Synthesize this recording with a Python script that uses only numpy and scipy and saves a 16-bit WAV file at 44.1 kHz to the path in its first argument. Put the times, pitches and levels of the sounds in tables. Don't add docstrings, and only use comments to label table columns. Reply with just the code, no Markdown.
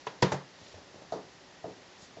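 import sys
import numpy as np
from scipy import signal
from scipy.fft import rfft, irfft
from scipy.io import wavfile

SR = 44100
rng = np.random.default_rng(int(sys.argv[2]) if len(sys.argv) > 2 else 0)


def generate_wav(sig):
    pcm = np.round(np.clip(np.atleast_2d(sig).T, -1, 1) * 32767).astype(np.int16)
    wavfile.write(sys.argv[1], SR, pcm)


N = 97020
EDGE_HZ = 7900
BAND_CENTRES_HZ = np.geomspace(28, 9000, 26)
BASS_HZ, TREBLE_HZ = 266, 1760
LOW_CUT_HZ = 76
CLACK_RISE_S = 0.0026


def amp(db):
    return 10 ** (np.asarray(db) / 20)


def unit(x):
    return x / np.sqrt(np.mean(x ** 2) + 1e-20)


def read(points, hz):
    f, value = np.transpose(points)
    return np.interp(np.log(hz + 1), np.log(f + 1), value)


def add(mix, s, sound):
    part = mix[max(round(s * SR), 0):][:len(sound)]
    part += sound[:len(part)]


def noise(n, colour):
    hz = np.fft.rfftfreq(n, 1 / SR) + 1
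    spectrum = rfft(rng.standard_normal(n)) * colour(hz)
    return unit(irfft(spectrum, n))


def octave_noise(n, centre_hz, width_octaves):
    return noise(n, lambda f: np.exp(-(np.log2(f / centre_hz) / width_octaves) ** 2))


def tilt(hz, bass_db, treble_db):
    bass = bass_db / (1 + (hz / BASS_HZ) ** 4)
    treble = treble_db / (1 + (TREBLE_HZ / hz) ** 2)
    return bass + treble


def response(t60, rise_s, direct_db, direct_s, hold_s=0):
    t = np.arange(SR // 2) / SR
    step = np.log(BAND_CENTRES_HZ[1] / BAND_CENTRES_HZ[0])
    direct = amp(direct_db) * np.exp(-(t / direct_s) ** 2)
    rows = []
    for hz, decay_s in zip(BAND_CENTRES_HZ, t60 * np.ones(len(BAND_CENTRES_HZ))):
        band = noise(len(t), lambda f: np.sqrt(np.maximum(1 - abs(np.log(f / hz)) / step, 0)))
        band = band / np.sqrt(abs(signal.hilbert(band)) + .1)
        rise = 1 - np.exp(-(t / (rise_s + .5 / hz / np.pi)) ** 2)
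        tail = np.exp(-np.log(1000) * (np.hypot(t, hold_s) - hold_s) / decay_s)
        row = band * rise * (tail + direct)
        rows.append(row / np.linalg.norm(row))
    return np.array(rows)


def ring(modes, rise_s, bass_db, treble_db, phases=0):
    t = np.arange(SR // 2) / SR
    tones = np.zeros(len(t))
    for (hz, db, t60), phase in zip(modes, phases + np.zeros(len(modes))):
        gain = amp(db + tilt(hz, bass_db, treble_db))
        decay = np.exp(-np.log(1000) * t / t60)
        tones += gain * decay * np.cos(2 * np.pi * (hz * t + phase))
    return tones * (1 - np.exp(-t / rise_s))


def low_cut(x):
    return signal.sosfilt(signal.butter(4, LOW_CUT_HZ, "high", fs=SR, output="sos"), x)


# frequency in Hz, relative density in dB.
HISS_SPECTRUM = [(15, -34), (25, -17.5), (189, -2), (218, -6), (306, -0.5), (337, -6), (371, 0.5),
                 (450, -5.5), (586, -1.5), (646, -6), (802, -4), (1100, -8), (1950, -11), (5120, -12.5),
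                 (7900, -19), (10300, -71), (17400, -120)]
HISS_DB = -55
WHIRR_HZ, WHIRR_WIDTH_HZ, WHIRR_DB = 1868, 270, -67.5


def room():
    hiss = noise(N, lambda f: amp(read(HISS_SPECTRUM, f)) * (f < EDGE_HZ + 300))
    whirr = noise(N, lambda f: np.exp(-((f - WHIRR_HZ) / WHIRR_WIDTH_HZ) ** 2))
    return amp(HISS_DB) * hiss + amp(WHIRR_DB) * whirr


# middle in seconds, half length in seconds,
# level in dB, centre frequency in Hz.
RUSTLE_SWELLS = [(.01, 0.015, -58.5, 4000), (0.674, 0.11, -59, 3800), (1.737, 0.1, -70, 3200),
                 (1.956, 0.14, -66, 2300), (2.03, 0.04, -54.5, 5800)]


def rustles(width_octaves=1.12, grain_db=1.5):
    t = np.arange(N) / SR
    out = np.zeros(N)
    for s, half_s, db, hz in RUSTLE_SWELLS:
        grain = amp(grain_db * noise(N, lambda f: 1 / (1 + (f / 90) ** 2)))
        swell = np.exp(-((t - s) / half_s) ** 2)
        out += amp(db) * swell * grain * octave_noise(N, hz, width_octaves)
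    return out


# start in seconds, level in dB,
# centre frequency in Hz, time to the peak in seconds.
CLAW_SCRAPES = [(0.0647, -50, 4650, 0.002), (.068, -42.5, 2240, 0.0045), (.2212, -30, 4780, 0.0039),
                (.3145, -43.5, 6680, 0.011)]


def scratches(width_octaves=0.64):
    t = np.arange(SR // 10) / SR
    out = np.zeros(N)
    for s, db, hz, peak_s in CLAW_SCRAPES:
        envelope = t / peak_s * np.exp(1 - t / peak_s)
        add(out, s, amp(db) * envelope * octave_noise(len(t), hz, width_octaves))
    return out


KNOCK_DB, TREAD_DB, CLACK_DB, PUSH_DB = 0.5, -23, -15, -29.5
TREAD_RISE_S = 0.002
CLACK_T60_S = 0.042
PUSH_S = 0.0055
# start in seconds, level in dB, weight in the bass in dB,
# hardness in the treble in dB, ring of the tread in dB, push on the floor in dB,
# pitch of the low clack in Hz, its level in dB, pitch of the high clack in Hz, its level in dB.
PAW_KNOCKS = [(0.0677, -12, -17, -4, -13.5, -25, 443, -6, 981, 4),
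              (0.2241, -2, 2.5, 2, 1, -4, 463, -0.5, 960, -2.5),
              (0.3184, -7.5, -3, -2.5, -7, -15, 587, 3.5, 879, 5.5),
              (0.3392, -20, 0.5, -11.5, 2.5, -18.5, 624, 2.5, 790, 11)]
# frequency in Hz, relative level per band in dB.
KNOCK_SPECTRUM = [(30, -46.5), (70, -31), (130, -6), (250, -12), (420, -3.5), (600, -2), (740, -8.5),
                  (950, 2.5), (1180, -7.5), (1850, -3), (2600, -10), (4000, -8), (6000, -13), (8000, -21)]
# frequency in Hz, time to fall by 60 dB in seconds.
KNOCK_DECAY = [(50, 0.26), (150, 0.48), (500, 0.3), (1000, 0.34), (2500, 0.27), (7000, 0.31)]
# frequency in Hz, relative level in dB,
# time to fall by 60 dB in seconds.
TREAD_MODES = [(123, -2.5, .17), (141, 3.5, .2), (184, 2, .21), (318, -5, .15), (366, 3, .13),
               (400, -1, .12), (443, 0, .14), (487, 3, .14), (549, -4, .13), (632, -2, .13), (967, -9, .14),
               (1380, -15, .14), (1890, -14, .14), (3605, -18, .12)]


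def knocks():
    out, push = np.zeros(N), np.zeros(N)
    x = np.arange(SR // 10) / SR / PUSH_S
    push_pulse = (1 - x / 2) * x * np.exp(1 - x)
    for s, db, bass_db, treble_db, ring_db, push_db, low_hz, low_db, high_hz, high_db in PAW_KNOCKS:
        band_db = read(KNOCK_SPECTRUM, BAND_CENTRES_HZ) + tilt(BAND_CENTRES_HZ, bass_db, treble_db)
        bands = response(read(KNOCK_DECAY, BAND_CENTRES_HZ), rise_s=0.0018, direct_db=3.5, direct_s=0.0087)
        body = amp(KNOCK_DB) * (amp(band_db) @ bands)
        tread = amp(TREAD_DB + ring_db) * ring(TREAD_MODES, TREAD_RISE_S, bass_db - ring_db, treble_db)
        clack_modes = [(low_hz, low_db, CLACK_T60_S), (high_hz, high_db, CLACK_T60_S)]
        clack = amp(CLACK_DB) * ring(clack_modes, CLACK_RISE_S, 0, 0)
        add(out, s, amp(db) * (body + tread + clack))
        add(push, s, amp(db + PUSH_DB + push_db) * push_pulse)
    return low_cut(out) + push


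PAT_DB, PAT_T60_S = -25.5, 0.68
PAT_CLACK_HZ, PAT_CLACK_DB, PAT_CLACK_T60_S = 609, -41, 0.033
BOARD_S, BOARD_HZ, BOARD_DB, BOARD_RISE_S, BOARD_T60_S = .738, 90, -40.5, 0.016, 0.17
# start in seconds, level in dB, weight in the bass in dB,
# clack of the boards in dB.
PAW_PATS = [(0.611, -7, 8.5, -10), (.741, -0.5, -10, 4), (.777, -2, -11, -18), (.941, -3, 3, -5),
            (.954, -0.5, 1, -11), (1.018, -1, -6, 5), (1.778, -7.5, -4, 3), (2.021, -10, 9.5, -12)]
# frequency in Hz, relative level per band in dB.
PAT_SPECTRUM = [(50, -11), (100, -7.5), (200, -8.5), (400, -3.5), (620, -1.5), (1000, -10.5), (2000, -17),
                (7000, -16)]


def pats():
    out = np.zeros(N)
    clack = ring([(PAT_CLACK_HZ, PAT_CLACK_DB, PAT_CLACK_T60_S)], CLACK_RISE_S, 0, 0)
    for s, db, bass_db, clack_db in PAW_PATS:
        band_db = PAT_DB + db + read(PAT_SPECTRUM, BAND_CENTRES_HZ) + tilt(BAND_CENTRES_HZ, bass_db, 0)
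        add(out, s, amp(band_db) @ response(PAT_T60_S, rise_s=0.0015, direct_db=6.5, direct_s=0.009))
        add(out, s, amp(db + clack_db) * clack)
    out = low_cut(out)
    add(out, BOARD_S, ring([(BOARD_HZ, BOARD_DB, BOARD_T60_S)], BOARD_RISE_S, 0, 0))
    return out


THUMP_DB, LANDING_DB = -9, -46
LANDING_RISE_S = 0.0065
THUMP_HOLD_S = 0.051
# start in seconds, level in dB,
# weight in the bass in dB, hardness in the treble in dB.
FAR_THUMPS = [(1.1216, -0.5, -3.5, 1.5), (1.6415, -4, -0.5, -17.5), (2.169, -11.5, 1, -30)]
# frequency in Hz, relative level per band in dB.
THUMP_SPECTRUM = [(40, -45), (90, -20), (160, -11.5), (260, -10), (420, 0.5), (680, 0), (1000, -6),
                  (1500, -15), (2400, -28.5), (5000, -14), (8000, -26)]
# frequency in Hz, time to fall by 60 dB in seconds.
THUMP_DECAY = [(100, 0.41), (300, 0.32), (700, 0.23), (1800, 0.28), (6000, 0.14)]
# frequency in Hz, relative level in dB,
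# time to fall by 60 dB in seconds.
LANDING_MODES = [(112.5, -1, 0.54), (161, -11.5, 0.38), (181.2, 5.5, 0.41), (204.4, -4, 0.41),
                 (261, -0.5, 0.41), (314.6, 7, 0.31), (339, -13.5, 0.39), (372.4, 3.5, .3), (429, 9, .3),
                 (469, 7.5, 0.14), (483, -0.5, .26), (664, 15, 0.1), (712, 4.5, 0.28), (728.5, 6, .24)]


def thumps():
    out = np.zeros(N)
    path = response(read(THUMP_DECAY, BAND_CENTRES_HZ), rise_s=0.00042, direct_db=-6, direct_s=0.012,
                    hold_s=THUMP_HOLD_S)
    phases = rng.random(len(LANDING_MODES))
    for s, db, bass_db, treble_db in FAR_THUMPS:
        band_db = THUMP_DB + read(THUMP_SPECTRUM, BAND_CENTRES_HZ) + tilt(BAND_CENTRES_HZ, bass_db, treble_db)
        body = amp(band_db) @ path
        landing = ring(LANDING_MODES, LANDING_RISE_S, bass_db, treble_db, phases)
        add(out, s, amp(db) * (body + amp(LANDING_DB) * landing))
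    return out


def scene():
    return (room() + rustles() + scratches() + knocks() + pats() + thumps())[None]


def record(dry, soft_hz=7400):
    f = np.fft.rfftfreq(2 * N, 1 / SR)
    soft = irfft(rfft(dry, 2 * N) / np.sqrt(1 + (f / soft_hz) ** 36))[:, :N]
    band_limit = signal.firwin(401, EDGE_HZ, window=("kaiser", 8), fs=SR)
    return signal.oaconvolve(soft, band_limit[None], "same")


dry = scene()
out = record(dry)
generate_wav(out)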